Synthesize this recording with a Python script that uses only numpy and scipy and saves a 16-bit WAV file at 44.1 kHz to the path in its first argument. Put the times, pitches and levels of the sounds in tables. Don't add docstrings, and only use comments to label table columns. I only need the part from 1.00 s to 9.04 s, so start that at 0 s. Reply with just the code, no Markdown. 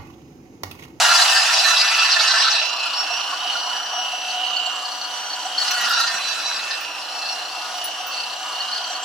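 import sys
import numpy as np
from scipy import signal
from scipy.fft import rfft, irfft, next_fast_len
from scipy.io import wavfile
from scipy.ndimage import map_coordinates

SR = 44100
rng = np.random.default_rng(int(sys.argv[2]) if len(sys.argv) > 2 else 0)


def digitize_waveform(pressure):
    field = np.atleast_2d(pressure).T
    bounded = np.clip(field, -1, 1)
    quanta = np.round(bounded * 32767).astype(np.int16)
    wavfile.write(sys.argv[1], SR, quanta)


N = 354563

# [t/s, whine level/dB, shell rattle level/dB, cooling air level/dB]
DRILL = [(0, -24, -27.5, -19), (.3, -23, -30, -25), (.7, -24.5, -26.5, -34.5), (1.05, -24.5, -31.5, -35.5),
         (1.3, -30, -38.5, -31), (1.5, -26.5, -32.5, -33), (1.62, -24, -34.5, -35),
         (1.76, -29.5, -31.5, -38), (1.85, -24, -31.5, -40), (2.0, -31, -33.5, -35),
         (2.19, -25.5, -32.5, -34.5), (2.35, -32.5, -32, -35.5), (2.5, -25.5, -32, -35.5),
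         (2.62, -31.5, -32.5, -36.5), (2.72, -30, -31, -34.5), (2.83, -33.5, -31.5, -35.5),
         (3.0, -30, -30.5, -35), (3.2, -32.5, -38, -35.5), (3.4, -26.5, -36.5, -35.5),
         (3.6, -27.5, -33, -37.5), (3.9, -36.5, -37, -36), (4.5, -34, -35.5, -35.5), (4.8, -30, -37, -33),
         (5.1, -33, -33, -38), (5.35, -33, -38, -43), (5.55, -36, -37.5, -38), (5.75, -33, -39, -38),
         (6.3, -35.5, -35.5, -34.5), (6.9, -34.5, -37.5, -35.5), (7.5, -34, -36, -34.5),
         (8.04, -33.5, -34.5, -36)]
# [t/s, speed/turns per s]
BRAKED = [
    [(0, 236), (.15, 230.5), (.3, 226.5), (.55, 223.2), (1, 221.3), (1.5, 220.5), (1.65, 222.5)],
    [(4.6, 246.6), (4.8, 239.8), (5.05, 229.4), (5.3, 222.2), (5.55, 221), (5.7, 221.6), (5.8, 223.5)],
]
# [free speed/turns per s, time constant/s]
RECOVER = [(247.1, .87), (250.5, 1.12)]
SIDEBANDS = {-6: -12, -5: -18, -4: -5, -3: -14, -2: -1, -1: -9, 0: 0, 1: -8, 2: -1, 3: -9, 4: -5, 5: -13, 6:
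             -12}
# [t/s, f/Hz]
FOCUS = [(0.0, 2800), (0.87, 2670), (1.41, 2800), (1.59, 2660), (1.72, 2860), (1.79, 2680), (1.95, 2960),
         (2.08, 2700), (2.28, 2930), (2.89, 2980), (3.24, 2760), (3.38, 2930), (3.89, 2890), (4.72, 2950),
         (5.17, 2700), (5.96, 2650), (6.07, 2900), (6.25, 2660), (6.47, 2920), (6.54, 2700), (6.7, 2870),
         (7.26, 2830), (7.72, 3000), (8.04, 2780)]
FREE_ORDERS = {3: -1, 4: -16.5, 6: -18, 16: -19, 23: -13, 25: -11}
# [f/Hz, level/dB]
SHELL = [(600, 2), (680, -19), (735, -5), (850, -8), (985, -1.5), (1150, 11), (1450, -34), (2300, 5.5),
         (2680, -1), (3000, -4), (3300, -6), (4200, 4.5), (8000, -16)]
# [f/Hz, width/Hz, level/dB]
BLOOMS = [(2597, 12, 4), (2672, 14.7, 13), (2720, 12, 8.5), (2820, 17.3, 11), (2890, 32, 4.5),
          (2926, 52, 4), (2997, 46, 13.5), (3163, 61, 9), (3200, 20, 22), (4168, 51, 1), (4452, 57, 1),
          (5320, 31, 9), (5563, 27, 20), (5787, 40, 11)]
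# [t/s, level/dB]
DOUBLE = [(0, -40), (1.6, -39), (2.3, -43.5), (3.3, -40.5), (3.5, -54), (3.7, -44), (4.5, -42.5),
          (5.7, -51), (6.2, -44), (6.9, -44.5), (8.04, -43.5)]
# [t/s, knock level/dB, main chuck mode level/dB, high ticking level/dB]
SLACK = [(0, -62, -62, -70), (1.5, -47, -37, -69), (1.8, -31.5, -45, -42), (2.0, -34, -43, -58),
         (2.3, -38.5, -50, -52), (2.55, -36, -42, -53), (3.0, -43.5, -47, -59), (3.3, -41, -42, -56),
         (3.7, -41.5, -49, -43.5), (4.0, -39.5, -41, -54), (4.4, -42, -46, -47), (4.65, -40, -30, -53),
         (5.0, -61, -58, -70), (5.7, -49, -56, -70), (6.0, -39.5, -45, -60), (6.25, -39, -39, -54),
         (6.55, -39, -48, -58), (7.0, -43, -48, -55), (7.1, -49, -54, -62), (7.15, -36, -35, -52),
         (7.45, -46, -44, -46), (7.7, -36.5, -46, -52), (8.04, -40, -44, -42)]
# [f/Hz, width/Hz, relative level/dB]
CHUCK = [(4420, 70, 0), (4160, 110, -2), (4640, 140, -6), (4915, 90, -7), (3500, 200, -9), (4600, 1200, 0),
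         (7200, 1500, -12)]
TICK_ORDERS = {18: 0}
HIGH_TICK_ORDERS = {30: 0, 31: -2}
# [f/Hz, width/Hz, relative level/dB]
HOUSING = [(753, 160, -2.5), (983.5, 46, -3.5), (1168, 214, -1.5), (1451, 29, -7), (1406, 280, -3.5),
           (1658, 330, -6)]
# [t/s, envelope peak level/dB]
KNOCKS = [(1.7851, -30), (1.855, -30), (1.9967, -33), (2.395, -37), (2.522, -28), (2.5853, -29),
          (3.3007, -29), (3.4613, -31), (3.5631, -22.5), (3.6584, -27), (3.85, -29), (3.9163, -30),
          (4.0107, -25.5), (4.3, -30.5), (4.3279, -27.5), (4.578, -16.5), (4.609, -20.5), (4.646, -28),
          (4.682, -30), (4.7125, -30), (4.748, -27), (4.776, -31), (4.89, -34), (6.24, -41), (7.12, -31),
          (7.3146, -37), (7.602, -23), (7.7265, -22.5), (7.7581, -24.5), (7.9491, -28)]
# [t/s, peak level/dB, f/Hz]
RATTLES = [(1.858, -24, 1380), (2.032, -25, 774), (2.103, -25, 698), (2.327, -22, 1110), (2.42, -24, 1002),
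           (2.451, -25, 740), (2.552, -20.5, 1413), (2.671, -27, 1050), (2.979, -23.5, 734),
           (3.133, -22.5, 734), (3.456, -28.5, 724), (3.672, -22.5, 732), (4.453, -24, 748),
           (6.889, -27.5, 716), (7.902, -26, 735)]
# [t/s, envelope peak level/dB, f/Hz]
SNAPS = [(4.708, -35, 13700), (4.737, -40, 12500), (4.8085, -35, 13100), (4.852, -40, 8900),
         (4.89, -37, 13000), (4.9097, -35, 12600), (5.0044, -36, 12000), (5.0, -39, 9700)]
# [t/s, scrape level/dB, hard bite level/dB, body shake level/dB]
CUTS = [
    [(0, -18.5, -28.5, -52), (.1, -18, -28, -53), (.35, -20, -30, -76), (.7, -19, -33, -73),
     (1.3, -19, -39.5, -76), (1.5, -20, -49, -78), (1.58, -23.5, -59, -81), (1.66, -28, -63, -80),
     (1.8, -51, -70, -90)],
    [(4.55, -44, -62, -80), (4.59, -29.5, -41, -72), (4.65, -26.5, -37, -69), (4.7, -25.5, -39, -64),
     (4.8, -26.5, -35.5, -60), (4.92, -23.5, -39, -61), (5.02, -25, -37, -62), (5.14, -26.5, -40, -56),
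     (5.22, -27.5, -41, -72), (5.4, -29, -43, -71), (5.72, -29.5, -47.5, -75), (5.9, -41, -70, -87)],
]
# [f/Hz, relative level/dB per Hz]
SCRAPE = [(180, -61), (300, -56), (583, -66), (659, -6.5), (898, -10), (1340, -1.5), (1830, -1),
          (2300, -12), (2640, -2), (3550, -10), (4010, 1), (4400, -1.5), (5900, -5), (10600, -49),
          (12000, -58), (15600, -71), (22000, -120)]
# [f/Hz, width/Hz, relative level/dB]
BRASS = [(1407, 25, 2), (1804, 77, -0.5), (3470, 280, 6.5), (4570, 92, 9), (4130, 37, 3), (5500, 32, -7),
         (5980, 89, -5), (8040, 560, -2)]
# [f/Hz, relative level/dB per Hz]
BITE = [(5000, 1), (7000, 17.5), (9000, 7.5), (11000, 7), (13500, -6.5), (16000, -3)]
# [f/Hz, width/Hz, relative level/dB]
THUD = [(159, 35, -1), (205, 35, 7), (346, 140, 3)]
# [t/s, envelope peak level/dB]
THUMPS = [(4.855, -57), (5.005, -56), (5.142, -57)]
MESH_ORDERS = {6: 0, 7: -9, 12: -8}
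CHATTER_ORDERS = {7: -4.5, 8: 0, 9: -21}
SQUEAL_ORDERS = {18: 0, 20: -18, 21: -9, 26: -9, 27: -40}
SINGS = {"mesh": [(.07, 0.15, -22), (1.2, 0.2, -30.5), (1.53, 0.041, -33), (4.74, 0.082, -27),
         (4.87, 0.026, -24), (4.93, 0.03, -25.5), (5.01, 0.064, -23)], "chatter": [(.18, 0.05, -31),
         (.36, 0.09, -28.5), (.86, 0.053, -30), (1.38, 0.18, -28), (4.69, 0.041, -37), (4.81, 0.047, -26),
         (5.01, 0.027, -30), (5.115, 0.055, -24)], "squeal": [(.14, 0.043, -25), (.68, 0.13, -24.5),
         (.98, 0.12, -37), (1.35, 0.41, -30), (1.59, 0.027, -29), (5.01, 0.053, -25.5), (5.12, 0.13, -37),
         (5.31, 0.076, -28.5), (5.5, 0.082, -27.5)], "double": [(2.01, 0.037, -30), (2.14, 0.027, -32),
         (2.96, 0.11, -36), (4.97, 0.063, -33), (6.32, 0.035, -39)]}
# [t/s, level/dB, extra level of the lowest ring/dB]
CLINKS = [(1.6521, -39, -16), (1.8547, -51, 1), (5.8077, -28, -27), (6.769, -36, -20), (6.842, -20, -13.5),
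          (7.0678, -21, -35)]
# [f/Hz, relative level/dB, 60 dB decay t/s]
CASE = [(10720, 11.5, 0.063), (13870, -18.5, .09), (15050, -10, 0.12)]
# [f/Hz, relative level/dB per Hz]
AIR = [(260, -65), (450, -23.5), (617, -10.5), (728, 3.5), (894, 0), (985, -3), (1470, -5), (2340, -10),
       (2920, -10), (3390, -7), (4280, -6.5), (5790, -7.5), (6380, -12.5), (7520, -15.5), (12000, -25),
       (15600, -84), (22000, -120)]
# [f/Hz, width/Hz, relative level/dB]
RINGS = [(646, 22, 6), (800, 48, 0), (910, 57, -32), (1433, 6.8, -21), (1250, 2.8, 9)]
# [f/Hz, relative level/dB per Hz]
SHOP = [(15, -72), (25, -42), (59, -30), (91, -34), (107, -16.5), (156, -11), (188, -12), (203, -17),
        (295, -0.5), (399, -2.5), (500, 5), (650, 7), (1100, -120)]
# [f/Hz, relative level/dB per Hz]
HISS = [(5000, -13), (8000, -5), (12000, 15), (15500, 11)]
# [f/Hz, width/Hz, relative level/dB]
HUM = [(60, 7.3, -15), (160.3, 4.7, -12), (226.6, 8, -0.5), (307.1, 12.5, 4)]
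# [f/Hz, level/dB]
WIDTH = [(25, -20), (60, -11), (110, -13), (200, -16), (380, -15), (700, -17), (1290, -7.5), (2380, -7),
         (4400, -4.5), (8120, -1), (15000, 0)]

SLOTS, CHUCK_RATIO, MAINS_HZ = 12, 7.8, 60
FOCUS_HZ, FOCUS_DB = 223, -8
TICK_DB = -6
MESH_DB, CHATTER_DB, SQUEAL_DB = -60, -50, -19.5
WANDER_DB = 1.5
SHOP_DB, HISS_DB = -49.5, -58
ROOM_T60_S, SWAY_RAD = 0.11, 0.71
LEAN_DB = -1
TOP_HZ = 16050


def speed():
    t, out = np.arange(N) / SR, np.zeros(N)
    for table, (free, tau_s) in zip(BRAKED, RECOVER):
        end_s, end = table[-1]
        back = free - (free - end) * np.exp(-np.maximum(t - end_s, 0) / tau_s)
        braked_or_back = np.where(t < end_s, columns(table)[0], back)
        out = np.where(t < table[0][0], out, braked_or_back)
    return out


def whine(turns):
    mains = 2 * np.pi * MAINS_HZ * np.arange(N) / SR
    carrier = 2 * np.pi * SLOTS * turns + .3 * walk(24)
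    off_focus = (SLOTS * np.gradient(turns) * SR - columns(FOCUS)[0]) / FOCUS_HZ
    sidebands = []
    for k, db in SIDEBANDS.items():
        dip_db = FOCUS_DB * (1 - np.exp(-(off_focus + k * MAINS_HZ / FOCUS_HZ) ** 2))
        gain = undb(db + dip_db + 2.2 * walk(7) + 1.5 * walk(30))
        sidebands.append(gain * np.sin(carrier + k * mains + 1.1 * walk(9)))
    slots = unit(sum(sidebands))
    free = orders(turns, FREE_ORDERS, 4.5, 12., 1.2)
    arc_gain = undb(2.2 * np.cos(2 * mains) + 0.47 * np.cos(mains))
    arc = arc_gain * ring(rng.standard_normal(N), [(2960, 860, 0)])
    throb = wobble(turns, 1.4, .6) * undb(1. * np.cos(mains))
    bloomed = undb(-8.5) * bloom(throb * colour(slots, SHELL))
    return bloomed + throb * (undb(-0.5) * colour(free, SHELL) + undb(-8.0) * arc)


def bloom(x):
    return x + sum(undb(db) * signal.lfilter(*signal.iirpeak(hz, hz / w, SR), x) for hz, w, db in BLOOMS)


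def double_slot_tone(turns):
    gain = sing(undb(columns(DOUBLE)[0]), 0, SINGS["double"])
    return gain * orders(turns, {2 * SLOTS: 0}, 3., 35., .8)


def knocks(turns):
    knock_db, ring_db, high_db = columns(SLACK)
    jolt = wobble(turns, 8., 1.8) * undb(1.5 * walk(4)) * rng.standard_normal(N)
    main, *rest = [undb(mode[2] + 2.5 * walk(14)) * ring(jolt, [mode]) for mode in CHUCK]
    tick = wobble(turns, 9., 2.) * orders(turns, TICK_ORDERS, 4., 30., 1.2)
    high = wobble(turns, 8., 3.5) * orders(turns, HIGH_TICK_ORDERS, 4.5, 25., 1.5)
    knock = unit(sum(rest)) + undb(TICK_DB) * tick
    return undb(knock_db) * knock + undb(ring_db) * main + undb(high_db) * high


def rattle():
    modes = []
    for mode in HOUSING:
        shake = undb(2.36 * walk(30) + 2. * walk(6)) * rng.standard_normal(N)
        modes.append(undb(mode[2]) * ring(shake, [mode]))
    return unit(sum(modes))


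def hits():
    t = np.arange(N) / SR
    steel = tones([(2 * np.pi * CHUCK[0][0] * t, 0)], 0.4, 27.0, 0.45)
    out = bursts(KNOCKS, 0.0053) * steel
    for s, peak_db, hz in SNAPS:
        out += bursts([(s, peak_db)], 0.0036) * ring(rng.standard_normal(N), [(hz, hz / 7, 0)])
    for s, peak_db, hz in RATTLES:
        i = slice(int(s * SR), int(s * SR) + SR // 8)
        out[i] += bursts([(s, peak_db)], 0.0056)[i] * np.sin(2 * np.pi * hz * t[i])
    return out


def cutter(turns):
    t = np.arange(N) / SR
    cut, bite, shake = sum(undb(columns(c)) * ((t >= c[0][0]) & (t < c[-1][0])) for c in CUTS)
    mesh = wobble(turns, 3.5, 1.2) * orders(turns, MESH_ORDERS, 4., 40., 1.3)
    chatter = wobble(turns, 3.5, 1.2) * orders(turns, CHATTER_ORDERS, 4., 40., 1.3)
    squeal = wobble(turns, 3., 1.) * orders(turns, SQUEAL_ORDERS, 2.2, 45., .7)
    gears = sing(cut, MESH_DB, SINGS["mesh"]) * mesh
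    gears += sing(cut, CHATTER_DB, SINGS["chatter"]) * chatter
    gears += sing(cut, SQUEAL_DB, SINGS["squeal"]) * squeal
    thud = undb(2.5 * walk(20)) * ring(rng.standard_normal(N), THUD)
    body = (shake + bursts(THUMPS, 0.0047)) * thud
    return cut * scrape(turns) + gears + bite * sizzle(turns) + body


def scrape(turns):
    chips = rng.standard_normal(N) * undb(3 * np.minimum(rng.exponential(size=N), 4))
    drive = unit(chips) + undb(-3) * unit(tooth_marks(turns))
    drive = drive * wobble(turns, 1., .25) * undb(1.5 * walk(130))
    bands = [2 * np.sqrt(hz / SR) * walk(35) * ring(drive, [(hz, hz / 4, 0)])
             for hz in 800 * 1.3 ** np.arange(9)]
    ragged = drive + .8 * sum(bands)
    brass = sum(undb(mode[2] + 3.5 * walk(25)) * ring(drive, [mode]) for mode in BRASS)
    return unit(unit(colour(ragged, SCRAPE)) + undb(-10.0) * unit(brass))


def tooth_marks(turns, size=256, renew=14.):
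    age = renew * np.arange(N) / SR
    marks = rng.standard_normal((int(age[-1]) + 2, size + 1))
    return map_coordinates(marks, [age, (turns % 1) * size], order=1)


def sizzle(turns):
    bands = [undb(2.4 * walk(45)) * ring(rng.standard_normal(N), [(hz, hz / 5, 0)]) * np.sqrt(hz)
             for hz in 5500 * 1.18 ** np.arange(7)]
    return wobble(turns, 0.3, 1.5) * undb(0.5 * walk(60)) * unit(colour(sum(bands), BITE))


def sing(base_gain, steady_db, table):
    t = np.arange(N) / SR
    swells = sum(undb(db) * np.exp(-((t - s) / half) ** 2) for s, half, db in table)
    return base_gain * undb(steady_db + WANDER_DB * walk(4.05)) + swells


def clinks():
    out, t = np.zeros(N), np.arange(SR // 5) / SR
    twins_hz = rng.uniform(40, 90, (len(CLINKS), len(CASE)))
    for (s, level_db, low_db), twin_hz in zip(CLINKS, twins_hz):
        i = int(s * SR)
        for (hz, db, t60), beat_hz, extra_db in zip(CASE, twin_hz, [low_db, 0, 0]):
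            beat = 1 + 0.65 * np.cos(2 * np.pi * beat_hz * t)
            mode = np.sin(2 * np.pi * hz * t) * beat * np.exp(-np.log(1000) * t / t60)
            onset = np.minimum(t / 0.0018, 1)
            out[i:i + len(t)] += undb(level_db + db + extra_db) * mode * onset
    return out


def cooling_air():
    air = undb(1.4 * walk(13)) * unit(colour(rng.standard_normal(N), AIR))
    return air + undb(-14.5) * ring(rng.standard_normal(N), RINGS)


def hiss():
    return undb(HISS_DB) * unit(colour(rng.standard_normal(N), HISS))


def workshop():
    low = undb(SHOP_DB) * unit(colour(rng.standard_normal(N), SHOP))
    return low + hiss() + undb(-61.5) * ring(rng.standard_normal(N), HUM)


def reflections(mid):
    t = np.arange(SR // 2) / SR
    tails = rng.standard_normal((2, SR // 2)) * np.exp(-np.log(1000) * t / ROOM_T60_S)
    first, second = (signal.fftconvolve(mid, tail / np.linalg.norm(tail))[:N] for tail in tails)
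    turn = SWAY_RAD * walk(4.7)
    return colour(np.cos(turn) * first + np.sin(turn) * second, WIDTH)


def undb(db):
    return 10 ** (np.asarray(db) / 20)


def unit(x):
    return x / np.sqrt(np.mean(x ** 2))


def columns(table):
    s, *cols = np.transpose(table)
    return np.array([np.interp(np.arange(N) / SR, s, c) for c in cols])


def colour(x, table):
    hz, db = np.transpose(table)
    size = next_fast_len(N)
    log_f = np.log(np.arange(size // 2 + 1) * SR / size + 1)
    return irfft(rfft(x, size) * undb(np.interp(log_f, np.log(hz), db)), size)[:N]


def ring(x, modes):
    out = 0
    for hz, width, db in modes:
        peak = signal.iirpeak(hz, hz / width, SR)
        out = out + undb(db) * unit(signal.lfilter(*peak, signal.lfilter(*peak, x)))
    return unit(out)


def walk(rate):
    points = np.clip(rng.standard_normal(N // 100), -1.7, 1.7)
    return 1.2 * np.interp(np.arange(N) * (rate / SR), np.arange(N // 100), points)


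def tones(phases, flicker_db, rate, waver):
    out = 0
    for phase, db in phases:
        gain = undb(db + flicker_db * walk(rate))
        out = out + gain * np.sin(phase + rng.uniform(0, 2 * np.pi) + waver * walk(3 * rate))
    return unit(out)


def orders(turns, table, flicker_db, rate, waver):
    return tones([(2 * np.pi * k * turns, db) for k, db in table.items()], flicker_db, rate, waver)


def wobble(turns, depth_db, scatter_db):
    chuck = turns / CHUCK_RATIO + 0.3
    size_db = scatter_db * rng.standard_normal(int(chuck[-1]) + 2)
    turn_db = np.interp(chuck, np.arange(len(size_db)), size_db)
    return unit(undb(turn_db + depth_db * np.cos(2 * np.pi * chuck)))


def bursts(table, rise_s):
    u, out = np.arange(SR // 8) / SR / rise_s, np.zeros(N + SR)
    for s, peak_db, *_ in table:
        out[int(s * SR):int(s * SR) + len(u)] += undb(peak_db) * u * np.exp(1 - u)
    return out[:N]


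def scene():
    turns = np.cumsum(speed()) / SR
    whine_db, rattle_db, air_db = columns(DRILL)
    drill = undb(whine_db) * whine(turns) + undb(rattle_db) * rattle() + knocks(turns)
    drill += double_slot_tone(turns) + undb(air_db) * cooling_air()
    mid = drill + cutter(turns) + hits() + clinks() + workshop()
    side = reflections(mid) + hiss()
    return np.array([mid + side, mid - side]) * undb([[LEAN_DB / 2], [-LEAN_DB / 2]])


def record(dry):
    dry = signal.sosfilt(signal.butter(2, 45, "high", fs=SR, output="sos"), dry)
    return signal.sosfilt(signal.ellip(12, .2, 90, TOP_HZ, fs=SR, output="sos"), dry)


dry = scene()
out = record(dry)
digitize_waveform(out)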